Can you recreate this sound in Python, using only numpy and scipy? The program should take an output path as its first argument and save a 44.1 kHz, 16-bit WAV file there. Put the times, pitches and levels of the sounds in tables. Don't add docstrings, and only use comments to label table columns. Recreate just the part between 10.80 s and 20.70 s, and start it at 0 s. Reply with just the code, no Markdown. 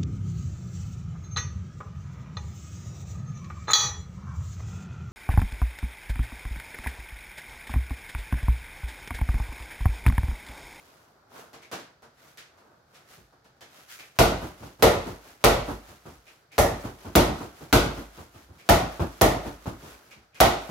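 import sys
import numpy as np
from scipy import signal
from scipy.fft import rfft, irfft, next_fast_len
from scipy.io import wavfile

SR = 44100
rng = np.random.default_rng(int(sys.argv[2]) if len(sys.argv) > 2 else 0)


def inscribe(sig):
    pcm = np.round(np.clip(np.atleast_2d(sig).T, -1, 1) * 32767)
    wavfile.write(sys.argv[1], SR, pcm.astype(np.int16))


N = 436590

# (time [s], pop pitch [Hz], pop [dB], thud [dB], chest [dB],
# slap [dB], fold [dB], time to tip back [s], back knock [dB], forward knock [dB])
PUNCHES = [(3.3888, 608, -17, -25, -25.5, -22.5, -32, 0.23, -38, -45),
           (4.0245, 540, -14.5, -27, -27, -22.5, -27.5, .238, -37.5, -64.5),
           (4.6405, 562, -15, -25.5, -31.5, -22, -24.5, 0.24, -34.5, -54.5),
           (5.7811, 588, -17.5, -28, -30.5, -29, -46, .261, -38, -43.5),
           (6.3535, 622, -17, -25, -21, -23.5, -23.5, 0.25, -39.5, -47),
           (6.9278, 566, -19, -23.5, -22.5, -22, -38, .243, -41.5, -47.5),
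           (7.89, 650, -15.5, -25, -26.5, -23.5, -26, .306, -29, -52.5),
           (8.4124, 609.3, -16, -27, -23.5, -26, -22.5, 0.24, -37.5, -35.5),
           (9.6032, 652, -15, -30.5, -26, -21.5, -22, .289, -36, -48)]
# (frequency [Hz], level [dB])
CLOTH = [(400, -34), (1300, 2.5), (2100, 1.5), (4000, -2.5), (6500, -3.5), (8500, -9), (12000, -6.5),
         (16000, -13)]
TAP = [(60, -20.5), (160, -6), (250, -2), (600, -1), (1500, -4), (1900, -17.5), (4000, -40.5), (8000, -54)]
THUD = [(20, -42), (32, -16.5), (46, 0.5), (90, 0), (160, 1.5), (300, -6), (500, -16.5), (1500, -29.5),
        (5000, -96)]


def amp(db):
    return 10 ** (np.asarray(db) / 20)


def unit(x):
    return x / np.sqrt(np.mean(x ** 2) + 1e-20)


def along(points, hz):
    f, v = np.transpose(points)
    return np.interp(np.log(hz + 1), np.log(f + 1), v)


def add(track, s, x):
    i = max(0, round(s * SR))
    part = x[..., :max(0, track.shape[-1] - i)]
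    track[..., i:i + part.shape[-1]] += part


def coloured(x, spectrum, size=4096):
    cepstrum = irfft(np.log(amp(along(spectrum, np.fft.rfftfreq(size, 1 / SR)))))
    cepstrum[1:size // 2] *= 2
    cepstrum[size // 2 + 1:] = 0
    y = signal.fftconvolve(x, irfft(np.exp(rfft(cepstrum))))[:len(x)]
    return y / np.linalg.norm(y)


def diffuse(x, spectrum):
    # (frequency [Hz], correlation [0..1])
    alike = [(100, 0.96), (200, 0.94), (350, 0.73), (700, 0.37), (1400, 0.096), (4000, 0.053),
             (16000, 0.13)]
    hz = np.fft.rfftfreq(x.shape[1], 1 / SR)
    turn = np.arccos(np.clip(along(alike, hz), -1, 1)) / 2
    mid, side = irfft(rfft(x) * amp(along(spectrum, hz)) * [np.cos(turn), np.sin(turn)], x.shape[1])
    return np.array([mid + side, mid - side])


def room(x, direct_db, build_s, ring, walls_db=-11, tail_db=-2, modes_db=-8, wall_hz=3500):
    # (frequency [Hz], t60 [s])
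    tail_t60 = [(60, 0.3), (300, 0.6), (700, 0.56), (1500, 0.61), (4000, 0.57), (7000, 0.51), (11000, 0.43),
                (16000, 0.36)]
    # (frequency [Hz], level [dB])
    tail_colour = [(30, -45.5), (60, 8), (150, 0), (400, -1), (1500, 2), (5000, 1), (16000, -6)]
    # (delay [s], level [dB], left lead [s])
    walls = [(.0015, -16.5, 0), (.0048, -34.5, .0001), (.007, -8.5, -.0002), (0.0156, -6.5, .0003),
             (.019, -13.5, -.0001), (0.0264, -15.5, .0002), (.033, -4, -.0003), (0.0537, -6, .0001)]
    # (frequency [Hz], level [dB], t60 [s])
    modes = [(51.4, -43, 0.7), (71.5, -43, 0.18), (82.7, -39, 0.37), (125.3, -43.5, 0.39),
             (184.6, -49, 0.54), (230.4, -46.5, 0.45), (290.8, -50, 0.5), (357.7, -42, 0.4),
             (458.3, -41.5, 0.45), (570, -55.5, 0.62), (689, -43, 0.3)]
    t = np.arange(SR * 3 // 4) / SR
    hz, frames, noise = signal.stft(rng.standard_normal((2, len(t))), SR, nperseg=256)
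    decay = amp(-60 * frames / ring / along(tail_t60, hz)[:, None])
    tail = signal.istft(noise * decay, SR, nperseg=256)[1][:, :len(t)]
    tail = diffuse(tail * (1 - np.exp(-t / build_s)), tail_colour)
    response = amp(tail_db) * tail / np.linalg.norm(tail[0])
    echoes = np.zeros_like(response)
    for delay, db, lead in walls:
        arrival = delay + .00025 * rng.standard_normal()
        add(echoes[0], arrival - lead / 2, amp([db]))
        add(echoes[1], arrival + lead / 2, amp([db]))
    soften = np.exp(-2 * np.pi * wall_hz / SR)
    response += amp(walls_db) * signal.lfilter([1 - soften], [1, -soften], echoes)
    swell = 1 - np.exp(-t / .018)
    for mode_hz, db, t60 in modes:
        envelope = swell * amp(modes_db + db + 2 * rng.standard_normal() - 60 * t / ring / t60)
        response += envelope * np.sin(2 * np.pi * mode_hz * t)
    response[:, 0] += amp(direct_db)
    fade = 1 - (t / t[-1]) ** 8
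    return signal.fftconvolve(x[None], response * fade, axes=1)


def room_tone(level_db=-65, shuffle_db=-63, shuffle_s=.51, shuffle_width_s=.65):
    # (frequency [Hz], level [dB])
    rush = [(15, -33.5), (25, -18), (134, -4), (236, -18.5), (796, -11.5), (911, -22.5), (1400, -12.5),
            (2760, -29.5), (4490, -23.5), (6560, -30.5), (9320, -41), (12900, -36), (16000, -42.5)]
    hush = amp(level_db) * unit(diffuse(rng.standard_normal((2, N)), rush))
    near = np.exp(-((np.arange(N) / SR - shuffle_s) / shuffle_width_s) ** 2)
    return hush + amp(shuffle_db) * near * unit(diffuse(rng.standard_normal((2, N)), TAP))


def rub(spectrum, s, width_s, wet, ring_t60, grain_db):
    t = np.arange(SR * 3 // 4) / SR - 1 / 4
    stroke = np.exp(-(t / width_s) ** 2)
    keep = amp(-120 / (ring_t60 * SR))
    power = stroke + wet * signal.lfilter([1 - keep], [1, -keep], stroke)
    noise = rng.standard_normal((2, len(t)))
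    grains = amp(grain_db * np.repeat(rng.uniform(-1, 1, len(t)), 32)[:len(t)])
    sound = unit(diffuse(noise * grains, spectrum)) * np.sqrt(power / power.max())
    return s + t[0], sound[:, s + t >= 0]


def swish(s, width_s, hiss_db, body_db):
    start, hiss = rub(CLOTH, s, width_s, wet=1.2, ring_t60=.48, grain_db=5)
    start, body = rub(TAP, s, width_s, wet=1.2, ring_t60=.48, grain_db=5)
    return start, amp(hiss_db) * hiss + amp(body_db) * body


def shirt(sleeve_lead_s=.02):
    # (time [s], half length [s], hiss [dB], body [dB])
    moves = [(.04, 0.17, -60.5, -60.5), (0.577, 0.039, -51, -47), (1.456, 0.06, -58, -58.5),
             (1.84, 0.13, -73, -59.5), (2.169, 0.052, -63.5, -60), (2.324, 0.032, -52.5, -58.5),
             (2.975, 0.05, -54, -57.5), (3.121, 0.021, -43.5, -63), (3.213, .05, -56.5, -60.5),
             (9.075, 0.075, -52, -51.5)]
    out = np.zeros((2, N))
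    for move in moves:
        add(out, *swish(*move))
    for s, *_ in PUNCHES:
        add(out, *swish(s - sleeve_lead_s, width_s=.012, hiss_db=-57, body_db=-57))
    return out


def contact(spectrum):
    return coloured(signal.unit_impulse(SR // 4), spectrum)


def tap(body_db, scuff_db):
    touch = amp(body_db) * contact(TAP) + amp(scuff_db) * contact(CLOTH)
    return room(touch, direct_db=-15, build_s=.004, ring=.7)


def fidget(body_db=-33, scuff_db=-37, spread_db=5, count=30):
    out = np.zeros((2, N))
    for when, body, scuff in rng.random((count, 3)):
        add(out, when * N / SR, tap(body_db - spread_db * body, scuff_db - spread_db * scuff))
    return out


def taps(body_gain_db=31, scuff_gain_db=30):
    # (time [s], body [dB], scuff [dB])
    touches = [(.732, -47.5, -48), (.915, -36.5, -39), (.925, -40.5, -38), (0.991, -55, -51),
               (1.223, -51, -55.5), (1.574, -56, -44), (1.775, -63, -61.5), (2.145, -72, -52.5),
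               (2.525, -59, -68), (2.645, -58.5, -59.5), (2.809, -51, -47)]
    out = np.zeros((2, N))
    for s, body_db, scuff_db in touches:
        add(out, s, tap(body_db + body_gain_db, scuff_db + scuff_gain_db))
    return out


def slides(body_gain_db=22, scuff_gain_db=29, chafe_gain_db=-3, chafe_lag_s=.015):
    # (time [s], level [dB], chafing note [Hz])
    steps = [(0.822, -51, 2190), (1.374, -64, 1790), (3.19, -45, 2300), (5.469, -53, 2430),
             (5.719, -50, 2330), (7.791, -53.5, 2210), (9.31, -49.5, 2350), (9.546, -49, 2400)]
    out = np.zeros((2, N))
    for s, db, hz in steps:
        add(out, s, tap(db + body_gain_db, db + scuff_gain_db))
        band = [(hz / 4, -70), (hz / 1.35, -20), (hz, 0), (hz * 1.35, -16), (hz * 4, -50)]
        start, chafe = rub(band, s + chafe_lag_s, width_s=.014, wet=1, ring_t60=.33, grain_db=8)
        add(out, start, amp(db + chafe_gain_db) * chafe)
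    return out


def cushioned(x, cutoff_hz=2800):
    return signal.sosfilt(signal.butter(3, cutoff_hz, fs=SR, output="sos"), x)


def bump(thud_db, knock_db):
    # (frequency [Hz], level [dB])
    knock = [(50, -9), (130, -9.5), (280, 1.5), (450, -6), (800, -7), (1500, -15), (2000, -29.5),
             (6000, -20.5), (16000, -38.5)]
    impact = amp(thud_db) * contact(THUD) + amp(knock_db) * contact(knock)
    return room(cushioned(impact), direct_db=-12, build_s=.005, ring=.55)


def low_knocks(thud_gain_db=33, knock_gain_db=31):
    # (time [s], level [dB])
    knocks = [(2.376, -58), (3.797, -52), (6.262, -48), (6.489, -36), (7.689, -54), (9.36, -59)]
    out = np.zeros((2, N))
    for s, db in knocks:
        add(out, s, bump(db + thud_gain_db, db + knock_gain_db))
    return out


def glove_pop(hz, t60=.013):
    # (frequency [Hz], level [dB])
    hollow = [(40, -19.5), (200, -15.5), (380, 6.5), (550, 1.5), (760, 5), (950, 2), (1500, 4.5),
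              (1850, 11), (4000, -24.5), (12000, -38.5)]
    t = np.arange(SR // 4) / SR
    return coloured(np.cos(2 * np.pi * hz * t) * amp(-60 * t / t60), hollow)


def heave(hz=52, peak_s=.024, width_s=.023):
    t = np.arange(SR // 8) / SR
    return np.sin(2 * np.pi * hz * t) * np.exp(-((t - peak_s) / width_s) ** 2)


def crumple(spectrum, rise_s, t60, grain_db):
    t = np.arange(SR // 4) / SR
    noise = rng.standard_normal((2, len(t)))
    snaps = noise * amp(grain_db * np.repeat(rng.standard_normal(len(t)), 16)[:len(t)])
    shape = (1 - np.exp(-t / rise_s)) * amp(-60 * t / t60)
    return np.array([coloured(side * shape, spectrum) for side in snaps])


def punches(fold_delay_s=.0037, rebound_delay_s=.134):
    # (frequency [Hz], level [dB])
    chest = [(60, -19.5), (200, -7.5), (320, -3), (420, -13.5), (800, -39), (3000, -56)]
    slap = [(300, -49), (1000, 3.5), (1500, 17), (1900, 5), (3800, 5.5), (6500, -2), (9000, -7.5),
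            (16000, -10)]
    crack = [(2000, -39), (6000, -10), (8500, -13.5), (11500, -6.5), (14000, -8), (16000, -16)]
    post = [(40, 1), (70, -2), (130, 2.5), (300, -2.5), (420, -24), (1000, -9), (2000, -27.5),
            (8000, -77.5)]
    out = np.zeros((2, N))
    for s, pop_hz, pop_db, thud_db, chest_db, slap_db, fold_db, *_ in PUNCHES:
        blow = amp(thud_db + 33) * contact(THUD)
        blow += amp(chest_db + 33) * contact(chest)
        blow += amp(pop_db + 34.5) * glove_pop(pop_hz)
        blow += amp(slap_db + 35) * contact(slap)
        add(out, s, room(-blow, direct_db=-14, build_s=.0016, ring=.84))
        add(out, s, amp(thud_db + 5) * heave())
        add(out, s, -amp(slap_db + 20) * contact(slap))
        add(out, s, amp(slap_db + 25) * crumple(slap, rise_s=.0002, t60=.014, grain_db=3))
        fold_s = s + fold_delay_s
        snap = amp(9.5) * contact(crack)
        add(out, fold_s, room(snap, direct_db=-23.5, build_s=.00044, ring=.78))
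        add(out, fold_s, amp(fold_db + 28) * crumple(crack, rise_s=.001, t60=.018, grain_db=3))
        rebound = amp(thud_db + 24) * cushioned(contact(post))
        add(out, s + rebound_delay_s, room(rebound, direct_db=-5, build_s=.002, ring=.5))
    return out


def until_next():
    return zip(PUNCHES, [row[0] for row in PUNCHES[1:]] + [N / SR])


def rocking_base(thud_gain_db=30, knock_gain_db=35, first_gap_s=.206, gap_shrink=.82, rock_loss_db=12.5):
    out = np.zeros((2, N))
    for (s, *_, tip_s, back_db, forward_db), end in until_next():
        s += tip_s
        for k in range(3):
            db = (back_db, forward_db)[k % 2] - rock_loss_db * (k // 2)
            if s < end:
                add(out, s, bump(db + thud_gain_db, db + knock_gain_db))
                add(out, s, rattle(db))
            s += first_gap_s * gap_shrink ** k
    return out


def rattle(jolt_db, follows=.65, gain_db=8):
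    return amp(follows * jolt_db + gain_db) * crumple(CLOTH, rise_s=.008, t60=.4, grain_db=4.5)


def vest(hiss_db=-50, body_db=-52, width_s=.051, first_s=.245, swing_s=.205, swing_loss_db=3.5, count=4):
    out = np.zeros((2, N))
    for (s, *_), end in until_next():
        for k in range(count):
            turn_s = s + first_s + k * swing_s
            loss_db = k * swing_loss_db
            if turn_s < end:
                add(out, *swish(turn_s, width_s, hiss_db - loss_db, body_db - loss_db))
    return out


def scene():
    dummy = punches() + rocking_base() + vest() + low_knocks()
    boxer = taps() + slides() + shirt() + fidget()
    return (dummy + boxer + room_tone()) * amp([[-.2], [.2]])


def record(dry, ceiling=.95, low_cut_hz=36, top_hz=16150, taper_hz=400):
    squeezed = dry / (1 + np.abs(dry / ceiling) ** 4) ** (1 / 4)
    trimmed = signal.sosfilt(signal.butter(6, low_cut_hz, "highpass", fs=SR, output="sos"), squeezed)
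    size = next_fast_len(N + SR // 4)
    passed = np.clip((top_hz - np.fft.rfftfreq(size, 1 / SR)) / taper_hz, 0, 1)
    return irfft(rfft(trimmed, size) * np.sin(np.pi / 2 * passed) ** 2, size)[:, :N]


dry = scene()
out = record(dry)
inscribe(out)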